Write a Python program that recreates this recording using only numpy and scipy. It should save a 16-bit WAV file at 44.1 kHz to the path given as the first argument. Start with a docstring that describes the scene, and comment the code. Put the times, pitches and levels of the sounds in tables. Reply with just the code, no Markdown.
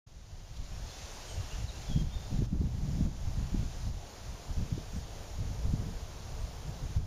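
"""A forest track in the wind, heard from a camera's microphone. Close by, leaves and long grass hiss
as they brush together; far off, the treetops sough and a faint drone comes up late.
Eddies buffet the microphone with a rumble and a few hard thumps, and the forest dips briefly in level.
A twig ticks, small birds whistle faintly among the trees, and the camera adds a thin whine."""
import sys
import numpy as np
from scipy import signal
from scipy.fft import rfft, irfft, next_fast_len
from scipy.io import wavfile
from scipy.ndimage import uniform_filter1d, map_coordinates

SR = 44100
rng = np.random.default_rng(int(sys.argv[2]) if len(sys.argv) > 2 else 0)


def pcm_store(signal):
    """Save signal as 16-bit PCM."""
    levels = np.round(np.clip(np.atleast_2d(signal), -1, 1) * 32767)
    wavfile.write(sys.argv[1], SR, levels.astype(np.int16).T)


N = 311346
TIME = np.arange(N) / SR


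def amp(db):
    """Decibels to gain."""
    return 10 ** (np.asarray(db) / 20)


def unit(x):
    """x at rms 1."""
    return x / np.sqrt(np.mean(x ** 2) + 1e-20)


def along(points, hz):
    """(Hz, value) points read on a log axis."""
    knots_hz, values = np.transpose(points)
    return np.interp(np.log(hz + 1), np.log(knots_hz + 1), values)


def curves(rows):
    """One value per sample for each column after the time."""
    times, *columns = np.transpose(rows)
    return [np.interp(TIME, times, column) for column in columns]


def wobble(rate):
    """A smooth random curve, rate knots a second."""
    knots = rng.standard_normal(int(N * rate / SR) + 4)
    return map_coordinates(knots, [TIME * rate])


def filtered(x, response):
    """x through a filter whose gain is response(Hz)."""
    size = next_fast_len(N + SR // 2)
    return irfft(rfft(x, size) * response(np.fft.rfftfreq(size, 1 / SR)), size)[:N]


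def coloured(x, spectrum):
    """x shaped by (Hz, dB) points, at rms 1."""
    return unit(filtered(x, lambda hz: amp(along(spectrum, hz))))


def patchy_noise(patchy_db):
    """White noise whose level drifts in patches of time and pitch, as branches move in turn."""
    bands = signal.stft(rng.standard_normal(N), nperseg=512)[2]
    patches = uniform_filter1d(rng.standard_normal(bands.shape), size=7, axis=0)  # across pitch
    patches = uniform_filter1d(patches, size=16, axis=1)  # across time
    return unit(signal.istft(bands * amp(patchy_db * unit(patches)), nperseg=512)[1][:N])


def leaf_ticks(hiss_db, per_second, scatter_db):
    """Leaves and stalks touch at random, more often in stronger wind."""
    touches = rng.random(N) < per_second / SR * unit(amp(hiss_db))
    return unit(touches * rng.standard_normal(N) * amp(scatter_db * rng.standard_normal(N)))


# The wind easing along the track. 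Each row: time in seconds, near hiss in dB, far sough in dB.
WIND_LEVELS = [(0.1, -50, -52), (1.1, -50, -53), (1.8, -51.5, -52.5), (2.6, -55.5, -55), (3.7, -53.5, -54),
               (5.4, -54.5, -54), (7.06, -55, -54)]
# Leaves and grass close to the microphone. Each row: frequency in Hz, relative level in dB.
LEAF_SPECTRUM = [(300, -52), (900, -6), (1500, -2), (2100, -2), (3000, -1), (5000, 0), (6700, 2),
                 (7400, -2), (8400, -10), (9600, -15), (10600, -13), (12500, -22), (15200, -29)]

def foliage(fizz_db_per_s=0.4, fizz_even_s=4.2):
    """Countless leaves beside the track merge into a hiss; the nearest add a fine grain."""
    hiss_db, _ = curves(WIND_LEVELS)
    wash = patchy_noise(patchy_db=0.72)
    grain = amp(-10) * leaf_ticks(hiss_db, per_second=900, scatter_db=1.5)
    hiss = coloured(wash + grain, LEAF_SPECTRUM)
    fizz = filtered(hiss, lambda hz: along([(7000, 0.15), (11000, 0.84)], hz))
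    fizz_gain = amp(fizz_db_per_s * (TIME - fizz_even_s))  # brighter as the camera turns to the grass
    return amp(hiss_db + 0.22 * wobble(22)) * (hiss + fizz * (fizz_gain - 1))


# Far treetops, heard from the track. Each row: frequency in Hz, relative level in dB.
SOUGH_SPECTRUM = [(60, -35), (200, -4), (360, -1.5), (450, -1.5), (530, 0), (700, 1), (900, -2.5),
                  (1200, -7.5), (1700, -13), (3000, -26.5)]

def treetops():
    """Air shed from distant twigs and needles makes a soft, hollow rush."""
    _, sough_db = curves(WIND_LEVELS)
    sway_db = 0.8 * wobble(8)
    return amp(sough_db + sway_db) * coloured(patchy_noise(patchy_db=0.72), SOUGH_SPECTRUM)


def eddies(spectrum, size):
    """Turbulent pressure whose strength holds even over stretches of size samples."""
    pressure = coloured(rng.standard_normal(N), spectrum)
    power = uniform_filter1d(uniform_filter1d(pressure ** 2, size), size)
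    return unit(pressure / np.sqrt(np.abs(power) + 1e-6))


def gust(start, hold, attack_s=0.02, decay_s=0.048):
    """The strength of one gust: it rises, holds and dies away exponentially."""
    age = TIME - start
    return np.clip(age / attack_s, 0, 1) * np.exp(-np.maximum(age - attack_s - hold, 0) / decay_s)


# Large, then small eddies right on the microphone. Each row: frequency in Hz, relative level in dB.
RUMBLE_SPECTRUM = [(8, -14), (22, 3.5), (35, 1), (65, 0), (100, -5.5), (140, -15), (220, -31), (500, -70)]
FLUTTER_SPECTRUM = [(50, -22.5), (100, -2), (140, 1), (200, -7.5), (270, -14.5), (400, -25.5), (700, -40),
                    (1500, -75)]
# Light air over the microphone between gusts. Each row: time in seconds, relative rumble in dB.
BREEZE_LEVELS = [(0.1, -51), (0.45, -48), (1.1, -47), (2.2, -38.5), (3.6, -37.5), (4.15, -48), (5.25, -45),
                 (5.9, -42.5), (7.0, -40)]
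# Gusts on the microphone. Each row: start and hold in seconds, relative rumble and flutter in dB.
MIC_GUSTS = [(.57, .04, -43, -60), (0.7, .08, -39, -54), (1.317, 0.042, -38.5, -57),
             (1.566, 0.052, -36, -53), (1.873, 0.13, -33.5, -37.5), (2.305, .1, -30, -35),
             (2.503, 0.032, -37.5, -39.5), (2.588, 0.057, -31.5, -36.5), (2.724, 0.21, -37, -36.5),
             (2.968, .06, -29, -33), (3.322, 0.1, -35.5, -40.5), (3.507, 0.094, -34, -37.5),
             (3.82, 0.055, -32.5, -42), (4.273, .04, -41.5, -52), (4.469, 0.014, -36.5, -48),
             (4.559, 0.032, -29.5, -38), (4.695, 0.064, -38, -40), (4.92, 0.012, -30.5, -40),
             (5.372, 0.23, -37, -46.5), (5.635, 0.16, -32, -41), (5.84, 0.046, -35, -43.5),
             (6.635, 0.038, -37, -42.5), (6.816, 0.037, -34, -45), (6.948, 0.021, -31, -41)]

def buffeting(breeze_flutter_db=-12.0):
    """Large eddies rumble on the microphone; smaller ones flutter above them, most of all in gusts."""
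    breeze_db, = curves(BREEZE_LEVELS)
    rumble_power = amp(breeze_db) ** 2
    flutter_power = amp(breeze_db + breeze_flutter_db) ** 2
    for start, hold, rumble_db, flutter_db in MIC_GUSTS:
        shape = gust(start, hold)
        rumble_power += (amp(rumble_db) * shape) ** 2
        flutter_power += (amp(flutter_db) * shape) ** 2
    rumble = np.sqrt(rumble_power) * amp(-0.5 + 2.9 * wobble(18)) * eddies(RUMBLE_SPECTRUM, size=3000)
    flutter = np.sqrt(flutter_power) * amp(-0.15 + 2.4 * wobble(45)) * eddies(FLUTTER_SPECTRUM, size=1600)
    return rumble + flutter


def camera_whine(hz=11988, db=-79.5):
    """The camera gives off a very faint, slightly unsteady high tone."""
    level = amp(db + 2.2 * wobble(14))
    pitch = hz + 2 * wobble(12)
    return level * np.sin(2 * np.pi * np.cumsum(pitch) / SR)


# Sudden brief drops in the background's level, at the start and at some of the gusts.
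# Each row: start in seconds, depth in dB.
LEVEL_DIPS = [(.03, 16), (1.64, 2.5), (1.94, 1.5), (2.02, 4), (2.39, 1.5), (2.45, 7), (3.06, 4),
              (3.885, 3.5), (6.97, 5)]

def dips(drop_s=0.019, recover_db_per_s=16.5):
    """Gain that drops at each dip and climbs back at a steady rate."""
    cut_db = np.zeros(N)
    for start, depth_db in LEVEL_DIPS:
        fall_db = depth_db * np.clip((TIME - start) / drop_s, 0, 1)
        recovery_db = recover_db_per_s * np.maximum(TIME - start - drop_s, 0)
        cut_db = np.maximum(cut_db, fall_db - recovery_db)
    return amp(-cut_db)


def twig(at_s=0.571, half_width_s=0.009, db=-48.0):
    """A dry twig ticks once: a short burst of bright noise."""
    burst = np.exp(-((TIME - at_s) / half_width_s) ** 2)
    spectrum = [(1500, -25), (3200, 2), (6000, -1), (10000, -20)]
    return amp(db) * burst * coloured(rng.standard_normal(N), spectrum)


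# Small birds off among the trees.
# Each row: start and length in seconds, first and last pitch in Hz, relative level in dB.
BIRD_NOTES = [(.87, 0.045, 4300, 4180, -55), (.91, 0.041, 3380, 3540, -52), (1.09, .08, 8100, 8150, -59),
              (1.261, .08, 6780, 6560, -53), (1.265, .092, 8220, 8390, -53.5),
              (1.275, 0.0535, 3400, 2900, -52), (1.365, .026, 2870, 2700, -58),
              (1.489, 0.051, 2574, 2940, -50.5), (1.675, 0.031, 4400, 3550, -47.5),
              (1.737, 0.036, 2840, 2620, -54), (1.868, .07, 3510, 3335, -53.5),
              (1.908, 0.049, 3270, 3216, -49.5), (1.962, 0.062, 3215, 3254, -49.5),
              (2.12, .08, 3600, 3618, -49), (4.955, .03, 8250, 8150, -60), (6.4, .03, 8700, 8200, -60)]

def birds(waver=0.0093, settle_power=1.385, warble_db=2.5):
    """Each note is a wavering whistle that glides and settles on its end pitch, heard through the trees."""
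    song = np.zeros(N)
    unsteady = 1 + waver * wobble(260)
    for start, length, start_hz, end_hz, db in BIRD_NOTES:
        on = (TIME >= start) & (TIME < start + length)
        progress = (TIME[on] - start) / length
        glide_hz = end_hz + (start_hz - end_hz) * np.abs(1 - progress) ** settle_power
        swell = np.sqrt(np.abs(np.sin(np.pi * progress)))
        song[on] += amp(db) * swell * np.sin(2 * np.pi * np.cumsum(glide_hz * unsteady[on]) / SR)
    direct = amp(-1 + warble_db * wobble(90)) * song
    return direct + amp(-4.5) * forest_echo(song)


# The echo among the trunks around the track. Each row: frequency in Hz, seconds to fall by 60 dB.
ECHO_DECAY = [(2000, 0.92), (3500, 0.89), (8000, 0.5)]

def forest_echo(x):
    """Trunks scatter a sound into a diffuse tail that loses its treble first."""
    hz, age, bands = signal.stft(rng.standard_normal(SR), SR, nperseg=256)
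    decay = amp(-60 * age / along(ECHO_DECAY, hz)[:, None])
    tail = signal.istft(bands * decay, SR, nperseg=256)[1]
    return signal.fftconvolve(x, tail / np.linalg.norm(tail))[:N]


# Single eddies hitting the microphone. Each row: time in seconds, relative level in dB, centre in Hz.
EDDY_HITS = [(1.646, -26.5, 80), (1.963, -16.5, 120), (1.976, -20.5, 166), (2.392, -18, 112),
             (2.422, -23.5, 262), (2.531, -19, 157), (2.616, -22, 209), (3.01, -15, 151), (3.057, -23, 120),
             (3.547, -19.5, 190), (4.729, -20.5, 109), (4.78, -26, 245), (4.965, -26.5, 146),
             (5.739, -19.5, 162), (6.971, -20.5, 83.5)]

def thumps(trim_db=-1.5):
    """A vortex core passes the microphone's port: a brief suction between two soft pushes."""
    pressure = np.zeros(N)
    for at_s, db, hz in EDDY_HITS:
        offset_squared = (np.pi * hz * (TIME - at_s)) ** 2
        pulse = (2 * offset_squared - 1) * np.exp(-np.minimum(offset_squared, 50))
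        pressure += amp(db + trim_db) * pulse
    return pressure


# A faint drone a long way off, coming up under the wind. Each row: time in seconds, level in dB.
DRONE_LEVELS = [(3.8, -79), (4.4, -68.5), (5.5, -60.5), (7.06, -65.5)]

def far_drone(hz=452, half_width_hz=16):
    """A narrow band of noise, heard as a wavering hum in the distance."""
    level_db, = curves(DRONE_LEVELS)
    band = filtered(rng.standard_normal(N), lambda f: 1 / (1 + ((f - hz) / half_width_hz) ** 2))
    return amp(level_db) * unit(band)


def scene():
    """One microphone on the track; all but the buffeting and the thumps dips together."""
    background = foliage() + treetops() + twig() + far_drone() + birds() + camera_whine()
    return (dips() * background + buffeting() + thumps())[None]


def record(dry, start_s=0.064, fade_s=0.0093, notch_hz=7900, half_width_hz=370, top_hz=15250):
    """The camera starts after a moment, has a deep notch in its treble and a band limit."""
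    def response(hz):
        notch = (hz - notch_hz) ** 2 / ((hz - notch_hz) ** 2 + half_width_hz ** 2)
        return notch * (hz < top_hz)

    fade_in = np.clip((TIME - start_s) / fade_s, 0, 1)
    return filtered(dry[0] * fade_in, response)[None]


dry = scene()
out = record(dry)
pcm_store(out)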